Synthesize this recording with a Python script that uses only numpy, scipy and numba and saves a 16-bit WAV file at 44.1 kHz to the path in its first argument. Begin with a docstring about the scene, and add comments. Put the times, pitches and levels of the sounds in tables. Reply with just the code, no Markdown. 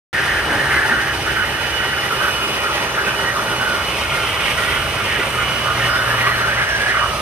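"""On a building site, an arm's length away, a cordless blower at full speed clears water from the holes
of a brick course. Its impeller whines over the rush of air in the tube. The jet makes the holes howl and
whistle, rasps and sings on the brick edges, and throws up spitting spray and a few slugs of water.
An engine drones somewhere else on the site."""
import sys
import numpy as np
from scipy import signal
from scipy.fft import rfft, irfft
from scipy.io import wavfile
from scipy.ndimage import map_coordinates
from numba import njit

SR = 44100
rng = np.random.default_rng(int(sys.argv[2]) if len(sys.argv) > 2 else 0)


def log_audio(samples):
    """Write samples as a 16-bit WAV file to the path given in sys.argv[1]."""
    # one column per channel
    frames = np.atleast_2d(samples).T
    # limit to full scale, then quantise
    limited = np.clip(frames, -1, 1)
    pcm = np.round(limited * 32767).astype(np.int16)
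    wavfile.write(sys.argv[1], SR, pcm)


N = 317961
TIME = np.arange(N) / SR
FREQ = np.maximum(np.fft.rfftfreq(N, 1 / SR), 1)


# Motor speed, sagging with battery and load. Each row: time in seconds, blade-pass pitch in Hz.
BLADE_PITCH = [(.13, 2955), (.9, 2959), (2.0, 2952), (3.0, 2953), (3.7, 2950), (4.9, 2947), (5.45, 2943),
               (6.0, 2951), (6.6, 2952), (7.0, 2946)]
# The whine at the two microphone ports. Each row: time in seconds, left level in dB, right level in dB.
WHINE_LEVELS = [(.16, -37, -40), (.5, -34.5, -33), (.84, -40, -34.5), (1.0, -37, -30.5), (1.6, -41, -25.5),
                (2.0, -28, -26), (2.1, -36, -30), (2.24, -33, -25), (2.46, -27.5, -25.5), (2.96, -36, -42),
                (3.2, -30, -25.5), (3.28, -31, -33), (3.34, -39, -39), (3.58, -27, -27.5),
                (3.78, -33.5, -35), (3.92, -34, -26), (4.08, -36, -46), (4.28, -34, -29), (4.6, -41, -29),
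                (4.94, -49, -27), (5.06, -49, -30), (5.13, -33, -31), (5.22, -45, -30.5),
                (5.48, -32, -25.5), (5.76, -34, -24.5), (5.86, -29, -22.5), (5.96, -34, -34),
                (6.2, -32, -26), (6.32, -34, -32), (6.6, -33, -35), (6.72, -47, -36), (6.92, -42, -29.5),
                (7.0, -41, -23.5), (7.08, -44, -27.5), (7.18, -52, -41)]
# Grit on the whine. Each row: time in seconds, phase shake in radians.
WHINE_GRIT = [(1.0, 0.24), (2.2, 0.52), (3.9, 0.48), (4.2, .75), (4.8, 0.62), (5.2, 0.24), (5.9, 0.26)]
# Motor hum as the housing turns. Each row: time in seconds, shaft tone in dB, its octave in dB.
SHAFT_HUM = [(.13, -41, -40.5), (1.5, -41.5, -43.5), (3.2, -43.5, -40.5), (4.8, -43, -40.5),
             (6.0, -45, -41.5), (7.2, -52, -39)]

def impeller(blades=9, flutter_db=2.0, sway_db=1.3, wander_rad=.72, hum_sway_db=1.0):
    """The blades whine, the shaft hums; reflections shift the whine at each port as the tool moves."""
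    blade_hz, = curves(BLADE_PITCH)
    shaft_db, octave_db = curves(SHAFT_HUM)
    shake_rad, = curves(WHINE_GRIT)
    shaft_phase = 2 * np.pi * np.cumsum(blade_hz / blades) / SR
    blade_phase = blades * shaft_phase + shake_rad * walk(60)  # uneven inflow roughens the tone
    flutter = flutter_db * walk(34)
    whine = []
    for port_db in curves(WHINE_LEVELS):
        gain = undb(port_db + flutter + sway_db * walk(15))
        whine.append(gain * np.sin(blade_phase + wander_rad * walk(7)))
    hum = undb(shaft_db) * np.sin(shaft_phase) + undb(octave_db) * np.sin(2 * shaft_phase)
    hum *= undb(hum_sway_db * walk(.99))
    return np.sqrt(2) * (np.array(whine) + hum)


# The howl between holes. Each row: time in seconds, centre in Hz, relative level in dB.
COURSE_HOWL = [(.14, 1720, -20.5), (.55, 1530, -23.5), (1.1, 1630, -21.5), (1.22, 1550, -30.5),
               (1.4, 1660, -25.5), (2.15, 1470, -25.5), (2.45, 1380, -27.5), (3.25, 1500, -25),
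               (3.8, 1270, -29.5), (4.92, 1380, -28), (5.6, 1340, -26), (6.2, 1430, -21),
               (6.55, 1580, -21.5), (6.77, 1730, -28), (6.95, 1512, -20), (7.2, 1245, -33)]
# The jet crosses a hole. Each row: start and end in seconds, start and end pitch in Hz,
# relative howl level in dB, relative whistle level in dB.
HOLE_CROSSINGS = [(.133, .265, 1806, 1760, -29, -31), (0.149, .25, 1680, 1600, -28, -33),
                  (.268, 0.363, 1850, 1790, -24.5, -23), (0.338, 0.432, 1694, 1600, -23, -26),
                  (.44, 0.59, 880, 847, -27.5, -33), (0.487, 0.59, 1600, 1620, -24, -21.5),
                  (0.576, 0.694, 1720, 1640, -21.5, -33), (0.686, 0.825, 1632, 1660, -20, -22.5),
                  (0.702, 0.801, 2180, 1950, -34, -17.5), (0.808, 0.882, 1720, 1700, -20, -23),
                  (.83, .94, 858, 888, -31, -26), (.885, 0.943, 1800, 1760, -21, -17),
                  (.9, 1.004, 1520, 1543, -22.5, -17.5), (0.96, 1.061, 1640, 1620, -26.5, -29),
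                  (1.246, 1.344, 1510, 1580, -22.5, -32), (1.345, 1.463, 1557, 1440, -24, -21),
                  (1.415, 1.49, 1930, 1915, -34, -23), (1.578, 1.715, 1450, 1410, -36, -27),
                  (1.78, 1.892, 1480, 1420, -29, -22), (1.76, 1.96, 1910, 1910, -40, -25.5),
                  (1.905, 2.016, 1500, 1402, -33, -23), (2.017, 2.102, 1936, 1930, -34, -22),
                  (2.101, 2.157, 1397, 1350, -35, -17), (2.185, 2.317, 1544, 1484, -23, -21),
                  (2.32, 2.479, 1357, 1397, -35, -27), (2.614, 2.745, 1410, 1300, -27, -19.5),
                  (2.553, 2.862, 1890, 1880, -40, -29), (2.784, 2.9, 1220, 1290, -47, -37),
                  (2.95, 3.043, 1476, 1530, -22, -31), (2.93, 3.1, 1840, 1900, -39, -34),
                  (3.05, 3.124, 1480, 1580, -27, -18.5), (3.17, 3.254, 1460, 1520, -33, -28),
                  (3.221, 3.355, 1930, 1885, -33, -24.5), (3.343, 3.448, 1188, 1290, -25, -25),
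                  (3.46, 3.555, 1465, 1490, -35, -19), (3.59, 3.755, 1503, 1470, -29, -20),
                  (3.735, 3.84, 1467, 1370, -26.5, -22), (3.872, 3.96, 1390, 1408, -39, -30),
                  (4.002, 4.096, 1420, 1440, -47, -30), (4.104, 4.285, 1399, 1394, -30.5, -24.5),
                  (4.351, 4.46, 1450, 1420, -30, -30), (4.554, 4.863, 1430, 1420, -33, -22.5),
                  (4.551, 4.76, 1910, 1930, -37, -24.5), (4.955, 5.033, 1448, 1380, -31, -22.5),
                  (5.069, 5.19, 1760, 1660, -27, -31), (5.153, 5.273, 1870, 2060, -36, -23.5),
                  (5.187, 5.27, 1436, 1424, -29, -22), (5.356, 5.426, 1237, 1236, -42, -23),
                  (5.368, 5.45, 1425, 1410, -39, -20), (5.478, 5.587, 1420, 1400, -37, -24),
                  (5.629, 5.769, 1195, 1220, -44, -21.5), (5.655, 5.744, 1430, 1450, -28, -21),
                  (5.78, 5.89, 1816, 1860, -29, -26), (5.875, 6.062, 1413, 1540, -27.5, -20.5),
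                  (6.057, 6.165, 1657, 1710, -29, -20), (6.22, 6.341, 1140, 1260, -26, -22.5),
                  (6.167, 6.365, 1880, 1977, -29, -21.5), (6.399, 6.485, 1360, 1430, -25, -20),
                  (6.464, 6.546, 1520, 1580, -30, -17.5), (6.566, 6.651, 1990, 2100, -27, -20),
                  (6.573, 6.662, 1620, 1580, -21, -17.5), (6.657, 6.795, 1654, 1620, -27, -19),
                  (6.775, 6.935, 1640, 1720, -34, -18), (6.874, 6.994, 1985, 1810, -26, -28),
                  (6.942, 7.018, 1580, 1400, -23, -30), (7.0, 7.078, 1186, 1166, -20, -23),
                  (7.058, 7.228, 1290, 1222, -36, -25)]

def hole_howls(tube, hole_trim_db=1, hole_width_hz=460, course_trim_db=-.5, course_width_hz=740):
    """The jet keeps the course howling; each part-filled hole it crosses howls up at its own pitch."""
    air = at_ports(turbulence(), tube)
    waver = np.exp(.034 * walk(38))
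    centre_hz, course_db = curves(COURSE_HOWL)
    howl = howling(air, centre_hz * waver, course_width_hz) * undb(course_db + course_trim_db)
    air = at_ports(turbulence(), tube)
    for *path, db, _ in HOLE_CROSSINGS:
        inside, hz, envelope = crossing(*path)
        note = howling(air[:, inside], hz * waver[inside], hole_width_hz)
        howl[:, inside] += note * envelope * undb(db + hole_trim_db)
    throb_db = .5 * walk(35)
    return howl * undb(throb_db)


def hole_whistles(trim_db=-2.7, breadth_hz=75, purity=.84, saturation=.19, right_db=3.5, right_lead_rad=1):
    """Short, airy whistles that glide as the water level in a hole shifts."""
    tone = np.zeros(N, complex)
    for *path, _, db in HOLE_CROSSINGS:
        inside, hz, envelope = crossing(*path)
        tone[inside] += undb(db + trim_db) * envelope * np.exp(2j * np.pi * np.cumsum(hz) / SR)
    # turbulence shakes the tone's strength and phase; a hole can only sing so loud
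    shake = purity + walk(breadth_hz) + 1j * walk(breadth_hz)
    shake /= np.sqrt(1 + saturation * abs(shake) ** 2)
    tone *= shake / np.sqrt(np.mean(abs(shake) ** 2) / 2)
    left = tone * undb(-right_db / 2)
    right = tone * undb(right_db / 2) * np.exp(1j * right_lead_rad)
    return np.real([left, right])


# Pan of the holes. Each row: time in seconds, added left-minus-right level in dB.
HOLE_PAN = [(.14, 1.5), (.9, 1.5), (1.5, -.3), (2.6, 0), (3.25, -1.6), (4.2, -0.5), (5.2, -1.3), (6.7, 1),
            (7.1, -1.5)]

def brick_holes(tube):
    """The howls and whistles of the holes drift together between left and right."""
    pan_db, = curves(HOLE_PAN)
    return (hole_howls(tube) + hole_whistles()) * undb(np.array([pan_db, -pan_db]) / 2)


# Air leaving the tube. Each row: time in seconds, relative level in dB.
RUSH_LEVEL = [(.14, -27), (.8, -27.5), (1.4, -28), (2.7, -26.5), (3.5, -26), (4.7, -27.5), (5.9, -26.5),
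              (7.2, -28.5)]
# The broad body of the rush. Each row: frequency in Hz, gain in dB.
RUSH_EQ = [(30, -45), (110, -14), (170, -1.5), (280, -2), (450, -2), (720, -1), (900, 1), (1100, -4.5),
           (1600, -10.5), (2200, -9), (2900, -6), (3400, -10.5), (4200, -12), (6000, -72)]

def air_rush(tube, trim_db=-1.49, ground_delay_s=.002298, shortening_s_per_s=.000075):
    """Air rushes from the tube; its ground reflection arrives sooner as the tool comes lower."""
    level_db, = curves(RUSH_LEVEL)
    surge_db = sum(db * swell(s, spread_s) for s, _, spread_s, _, db in WATER_SLUGS)
    air = at_ports(turbulence(), tube * colour(RUSH_EQ))
    air = reflected(air, ground_delay_s - shortening_s_per_s * TIME, strength=.24)
    return normalised(air, band_hz=(200, 1000)) * undb(level_db + surge_db + trim_db)


# The running rasp. Each row: time in seconds, level in dB.
RASP_BED = [(.14, -32), (.9, -42), (1.3, -34), (2.8, -34.5), (3.35, -39), (3.85, -30.5), (5.6, -31.5),
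            (6.1, -34), (7.2, -34.5)]
# The jet grazes a hole's rim. Each row: peak time in seconds, length in seconds, relative level in dB.
RIM_GRAZES = [(.21, .14, -43), (0.718, 0.087, -34), (3.075, 0.048, -33), (4.015, 0.037, -28),
              (4.116, 0.062, -27.5), (4.328, 0.2, -29), (4.487, 0.11, -29), (4.713, 0.18, -29.5),
              (5.125, 0.21, -26.5), (5.432, 0.096, -29.5), (5.85, 0.063, -28.5), (6.242, 0.12, -30.5),
              (6.62, 0.16, -35), (6.916, .08, -34)]
# The upper-mid bite of the rasp. Each row: frequency in Hz, gain in dB.
RASP_EQ = [(1200, -15), (1900, 1), (2200, 5), (2600, 1.5), (3100, 1.5), (3500, -6.5), (4200, -17.5),
           (7000, -79)]

def brick_rasp(graze_trim_db=-1):
    """Air rasps along the brick and flares where it grazes a rim."""
    bed_db, = curves(RASP_BED)
    grazes = sum(undb(db + graze_trim_db) * swell(s, length / 2) for s, length, db in RIM_GRAZES)
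    rasp = normalised(at_ports(turbulence(), colour(RASP_EQ)), band_hz=(2150, 2850))
    return rasp * np.hypot(undb(bed_db), grazes)


# Spray off the brick. Each row: time in seconds, relative hiss level in dB, relative fizz level in dB.
SPRAY_LEVELS = [(.14, -37, -38), (.75, -38, -37), (1.25, -36, -38.5), (1.48, -37, -37), (1.62, -36, -38.5),
                (2.3, -35.5, -36.5), (2.88, -35.5, -39), (3.08, -36, -37.5), (3.6, -36, -36.5),
                (3.8, -34.8, -36), (4.1, -35.5, -34.5), (4.7, -36.5, -34.5), (5.15, -36.5, -36.5),
                (5.32, -38.5, -34.5), (5.5, -36, -36), (5.9, -35.5, -35.5), (6.4, -36.5, -38.5),
                (7.2, -36, -35.5)]
# The sheen of the spray. Each row: frequency in Hz, gain in dB.
SPRAY_EQ = [(1500, -25), (3000, 0), (4200, 4.5), (6100, 0.5), (7000, -3), (8500, -2.5), (9400, 0),
            (10500, -5), (13000, -7.5), (14200, -18), (15300, -22)]

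def spray(tube, drops_per_s=2600, wetness=.48, spit_db=1.9, fizz_above_hz=7400):
    """Fine droplets spit through the air noise: a hiss with a fizz on top."""
    hiss_db, fizz_db = curves(SPRAY_LEVELS)
    drops = (rng.random((2, N)) < drops_per_s / SR) * turbulence()
    wet_air = turbulence() + wetness * drops / drops.std() * undb(spit_db * walk(5.5))
    mist = normalised(at_ports(wet_air, tube * colour(SPRAY_EQ)), band_hz=(4000, 13000))
    fizz = filtered(mist, FREQ > fizz_above_hz)
    return (mist - fizz) * undb(hiss_db) + fizz * undb(fizz_db)


def jet(tube, echo_s=.0036, flicker_db=1.0):
    """Eddies in the jet make its rush, rasp and spray flicker together."""
    mist, rush, rasp = spray(tube), air_rush(tube), brick_rasp()
    # the blockwork throws back an echo whose path changes as the nozzle moves
    delay_s = echo_s * np.exp(.0708 * walk(1))
    air = rush + reflected(rasp + mist, delay_s, strength=.4)
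    return air * undb(flicker_db * walk(18))


# An edge sings. Each row: start and end in seconds, start and end pitch in Hz,
# resonator width in Hz, relative level in dB.
EDGE_NOTES = [(0.202, 1.1, 2970, 2960, 220, -35), (.15, 1.0, 4870, 4800, 200, -43.5),
              (.15, 1.0, 4080, 4100, 200, -45), (1.02, 2.15, 2530, 2520, 200, -37),
              (1.55, 2.85, 3450, 3460, 90, -44), (1.9, 2.6, 4980, 5000, 300, -42),
              (2.15, 2.923, 2540, 2510, 200, -31.5), (2.762, 2.98, 6150, 6300, 280, -41),
              (3.03, 3.168, 2570, 2500, 160, -27.5), (3.24, 3.43, 6280, 6050, 400, -39),
              (3.878, 4.08, 2540, 2580, 300, -29), (3.86, 4.2, 3070, 3100, 260, -36),
              (3.88, 4.2, 7050, 7000, 500, -42), (4.19, 4.33, 3130, 3060, 220, -28.5),
              (4.325, 4.864, 3080, 3180, 300, -33.5), (5.08, 5.22, 3000, 3070, 300, -34),
              (5.18, 5.46, 7100, 6950, 600, -41.5), (5.89, 6.01, 5050, 5100, 450, -31),
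              (5.923, 6.0, 4150, 4130, 330, -41), (5.95, 6.027, 3540, 3560, 150, -31),
              (6.15, 6.5, 4140, 4250, 330, -37), (6.41, 6.51, 5950, 5800, 500, -41),
              (6.67, 6.8, 5700, 5780, 450, -35)]

def singing_edges(trim_db=-1, centre_cut=.49, widen_above_hz=4500):
    """Air squeezed past a sharp edge sings in a bright, rough band of noise."""
    air = at_ports(turbulence(), 1)
    notes = np.zeros((2, N))
    for *path, width_hz, db in EDGE_NOTES:
        inside, hz, envelope = crossing(*path)
        band = howling(air[:, inside], hz, width_hz)
        notes[:, inside] += band / band.std() * envelope * undb(db + trim_db)
    # thinning the centre pushes the top towards opposite phase at the ports
    return notes - centre_cut * filtered(notes.mean(axis=0), FREQ > widen_above_hz)


# Water blown out of a hole. Each row: peak time in seconds, pitch in Hz, spread in seconds,
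# level in dB, push on the air rush in dB.
WATER_SLUGS = [(0.555, 288, 0.11, -29.5, 1), (0.917, 235, 0.032, -26, 0.5), (1.193, 90, 0.032, -27.5, -1),
               (5.199, 273, 0.0083, -22.5, 2), (5.273, 473, 0.0078, -35, 4.5)]

def water_slugs(relative_width=.7):
    """A slug of water leaves a hole with a short, low splutter."""
    splutter = np.zeros(N)
    for s, hz, spread_s, db, _ in WATER_SLUGS:
        envelope = swell(s, spread_s)
        burst = resonate(rng.standard_normal(N), np.full(N, float(hz)), relative_width * hz) * envelope
        splutter += undb(db) * burst * envelope.std() / burst.std()
    return splutter


# The engine's note. Each row: time in seconds, pitch in Hz, relative level in dB.
ENGINE_DRONE = [(.14, 135.7, -37), (2.4, 131.2, -40.5), (3.3, 123, -36), (4.5, 126.7, -44.5),
                (5.1, 123.5, -34), (5.6, 121.2, -34.5), (5.8, 119.7, -23.5), (5.97, 120.5, -31),
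                (6.25, 120.1, -27.5), (6.5, 119.3, -32.5), (6.8, 119.4, -39), (7.2, 116, -36)]
# The engine's low end. Each row: time in seconds, relative level in dB.
RUMBLE_LEVEL = [(.14, -35), (.5, -34), (.95, -37), (1.3, -33.5), (2.4, -40.5), (3.7, -37), (4.45, -33),
                (5.7, -33), (6.05, -35.5), (6.7, -34.5), (6.95, -38.5), (7.2, -32.5)]
# The weight of the rumble. Each row: frequency in Hz, gain in dB.
RUMBLE_EQ = [(20, -55), (30, -40), (40, -11), (50, -3.5), (70, -2.5), (100, -1.5), (140, -4), (190, -19.5),
             (400, -34.5)]

def distant_engine(rumble_trim_db=-1, drone_trim_db=-2, sub_trim_db=-6, waver_db=2.4):
    """A far engine's slowly sagging drone, over a rumble and a tone an octave below the drone."""
    hz, drone_db = curves(ENGINE_DRONE)
    low_db, = curves(RUMBLE_LEVEL)
    phase = 2 * np.pi * np.cumsum(hz) / SR
    drone = np.sqrt(2) * np.sin(phase) * undb(drone_db + drone_trim_db + waver_db * walk(3.6))
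    sub = np.sqrt(2) * np.sin(phase / 2) * undb(sub_trim_db + waver_db * walk(3.2))
    rumble = normalised(at_ports(turbulence(), colour(RUMBLE_EQ)), band_hz=(40, 105))
    return drone + (sub + rumble * undb(rumble_trim_db)) * undb(low_db)


# The hollow voice of the blower. Each row: centre in Hz, width in Hz, boost or cut in dB.
TUBE_RESONANCES = [(211, 60, 5), (399, 55, 6), (575, 95, 5), (800, 154, 3.5), (1192, 140, 5), (1397, 36, 5),
                   (1890, 150, 7), (1950, 83, -5), (2530, 53, 7), (3500, 88, 5), (3930, 110, -4.5),
                   (3960, 180, 2), (4620, 220, -3), (4970, 240, 3), (5930, 200, 2.5), (9300, 190, 2)]

def tube_colour():
    """Gain per bin from the resonances of tube and fan housing."""
    return undb(sum(bell_db(hz, width_hz, db) for hz, width_hz, db in TUBE_RESONANCES))


# Where the nozzle points. Each row: time in seconds, left-port lag in seconds, top-treble lift in dB.
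NOZZLE_AIM = [(.13, -4e-5, 0), (1.7, 0, 0.5), (2.3, 1e-5, 5), (2.75, 3e-5, 5.5), (4.2, -2e-5, -2),
              (4.8, -2e-5, -0.5), (5.7, -2e-5, -2.5), (6.3, 2e-5, 6), (6.7, 4e-5, -3), (7.2, -1e-5, -5)]

def aimed(pair, beam_hz=10500):
    """Swinging the nozzle shifts the sound between the ports and turns its narrow treble beam."""
    lag_s, top_db = curves(NOZZLE_AIM)
    top = filtered(pair, 1 / (1 + (beam_hz / FREQ) ** 8))
    left, right = pair + top * (undb(top_db) - 1)
    left = map_coordinates(left, [np.arange(N) - lag_s * SR], order=5, mode="nearest")
    return np.array([left, right])


# Stereo width at the ports. Each row: frequency in Hz, coherence from 0 to 1, left lead in radians.
PORT_COHERENCE = [(60, .99, 0), (160, .97, 0), (400, .9, 0), (1100, .8, -.1), (1400, .75, -1.0),
                  (2000, .7, -1.0), (2600, .7, -.4), (3100, .4, 0), (3500, .1, -1.2), (4200, .4, -2.6),
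                  (6400, .4, -2.3), (7500, .55, -3.0), (9300, .1, -2.5), (12500, .4, 0), (15000, .1, 0)]
# Stereo tilt. Each row: frequency in Hz, left-minus-right level in dB.
PORT_BALANCE = [(60, -1.5), (380, -2.5), (850, -0.5), (1120, -2), (1330, 0), (2000, -3.5), (3100, -3.5),
                (4000, 0.5), (7400, 0), (8300, 12.5), (9100, 5), (9700, 0), (15000, 1.5)]

def at_ports(pair, gain):
    """Colour two unrelated signals and blend them into what the two microphone ports pick up."""
    coherence, lead_rad = over_hz(PORT_COHERENCE)
    tilt_db, = over_hz(PORT_BALANCE)
    first, second = rfft(pair) * gain
    mid, side = first * np.sqrt(1 + coherence), second * np.sqrt(1 - coherence)
    lean = undb(tilt_db / 2) * np.exp(.5j * lead_rad)
    return irfft(np.array([(mid + side) * lean, (mid - side) / lean]), N)


def crossing(start, end, start_hz, end_hz, attack_s=.029, release_s=.042):
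    """One pass over a hole or edge: its samples, its gliding pitch and its envelope."""
    inside = (TIME > start) & (TIME < end)
    t = TIME[inside]
    ramp = np.minimum((t - start) / attack_s, (end - t) / release_s)
    envelope = np.sin(np.pi / 2 * np.minimum(ramp, 1))
    return inside, np.interp(t, [start, end], [start_hz, end_hz]), envelope


def howling(pair, hz, width_hz):
    """Air through a steep resonance (two band-passes), with its centre at rms 1."""
    band = np.array([resonate(resonate(x, hz, float(width_hz)), hz, float(width_hz)) for x in pair])
    return band / band.mean(axis=0).std()


@njit
def resonate(x, hz, width_hz):
    """State-variable band-pass with a moving centre."""
    y, band_state, low_state = np.empty(len(x)), 0., 0.
    for i in range(len(x)):
        tuning, damping = np.tan(np.pi * hz[i] / SR), width_hz / hz[i]
        band = (band_state + tuning * (x[i] - low_state)) / (1 + tuning * (tuning + damping))
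        band_state = 2 * band - band_state
        low_state += 2 * tuning * band
        y[i] = damping * band
    return y


def reflected(pair, delay_s, strength):
    """Add one reflection of changing delay: a shifting, hollow colour at the same loudness."""
    echo = np.array([np.interp(TIME - delay_s, TIME, x) for x in pair])
    return (pair + strength * echo) / np.hypot(1, strength)


def turbulence():
    """Two unrelated white noises."""
    return rng.standard_normal((2, N))


def walk(rate_hz):
    """A smooth random wobble of spread 1, moving at up to about rate_hz."""
    wobble = filtered(rng.standard_normal(N), 1 / (1 + (FREQ / rate_hz) ** 4))
    return wobble / wobble.std()


def swell(peak_s, spread_s):
    """A bell-shaped rise and fall around a moment."""
    return np.exp(-.5 * ((TIME - peak_s) / spread_s) ** 2)


def normalised(pair, band_hz):
    """Scale a stereo pair so that its centre has rms 1 within a band."""
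    inside = (FREQ > band_hz[0]) & (FREQ < band_hz[1])
    return pair / filtered(pair.mean(axis=0), inside).std()


def filtered(x, gain):
    """Apply a gain per frequency bin."""
    return irfft(rfft(x) * gain, N)


def bell_db(hz, width_hz, db):
    """One EQ peak or dip, in dB per bin."""
    return db / (1 + (2 * (FREQ - hz) / width_hz) ** 2)


def colour(eq):
    """Gain per bin of an EQ table."""
    return undb(over_hz(eq)[0])


def over_hz(table):
    """The columns of a frequency table, one value per bin."""
    hz, *columns = np.transpose(table)
    return [np.interp(np.log(FREQ), np.log(hz), c) for c in columns]


def curves(table):
    """The columns of a time table, one value per sample."""
    s, *columns = np.transpose(table)
    return [np.interp(TIME, s, c) for c in columns]


def undb(db):
    """Decibels to gain."""
    return 10 ** (np.asarray(db) / 20)


def scene():
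    """The blower at work, with the site behind it."""
    tube = tube_colour()
    holes = brick_holes(tube)
    return impeller() + aimed(holes + singing_edges() + jet(tube)) + water_slugs() + distant_engine()


def record(dry, start_s=.129, rise_s=.012, top_hz=15250):
    """The microphone has a narrow treble notch; the sound opens quickly and the top is cut."""
    notch = undb(bell_db(hz=7420, width_hz=600, db=-9))
    opening = (TIME > start_s) * (1 - .69 * np.exp(-np.maximum(TIME - start_s, 0) / rise_s))
    low_pass = signal.ellip(10, .2, 80, top_hz, fs=SR, output="sos")
    return signal.sosfilt(low_pass, filtered(dry, notch) * opening)


dry = scene()
out = record(dry)
log_audio(out)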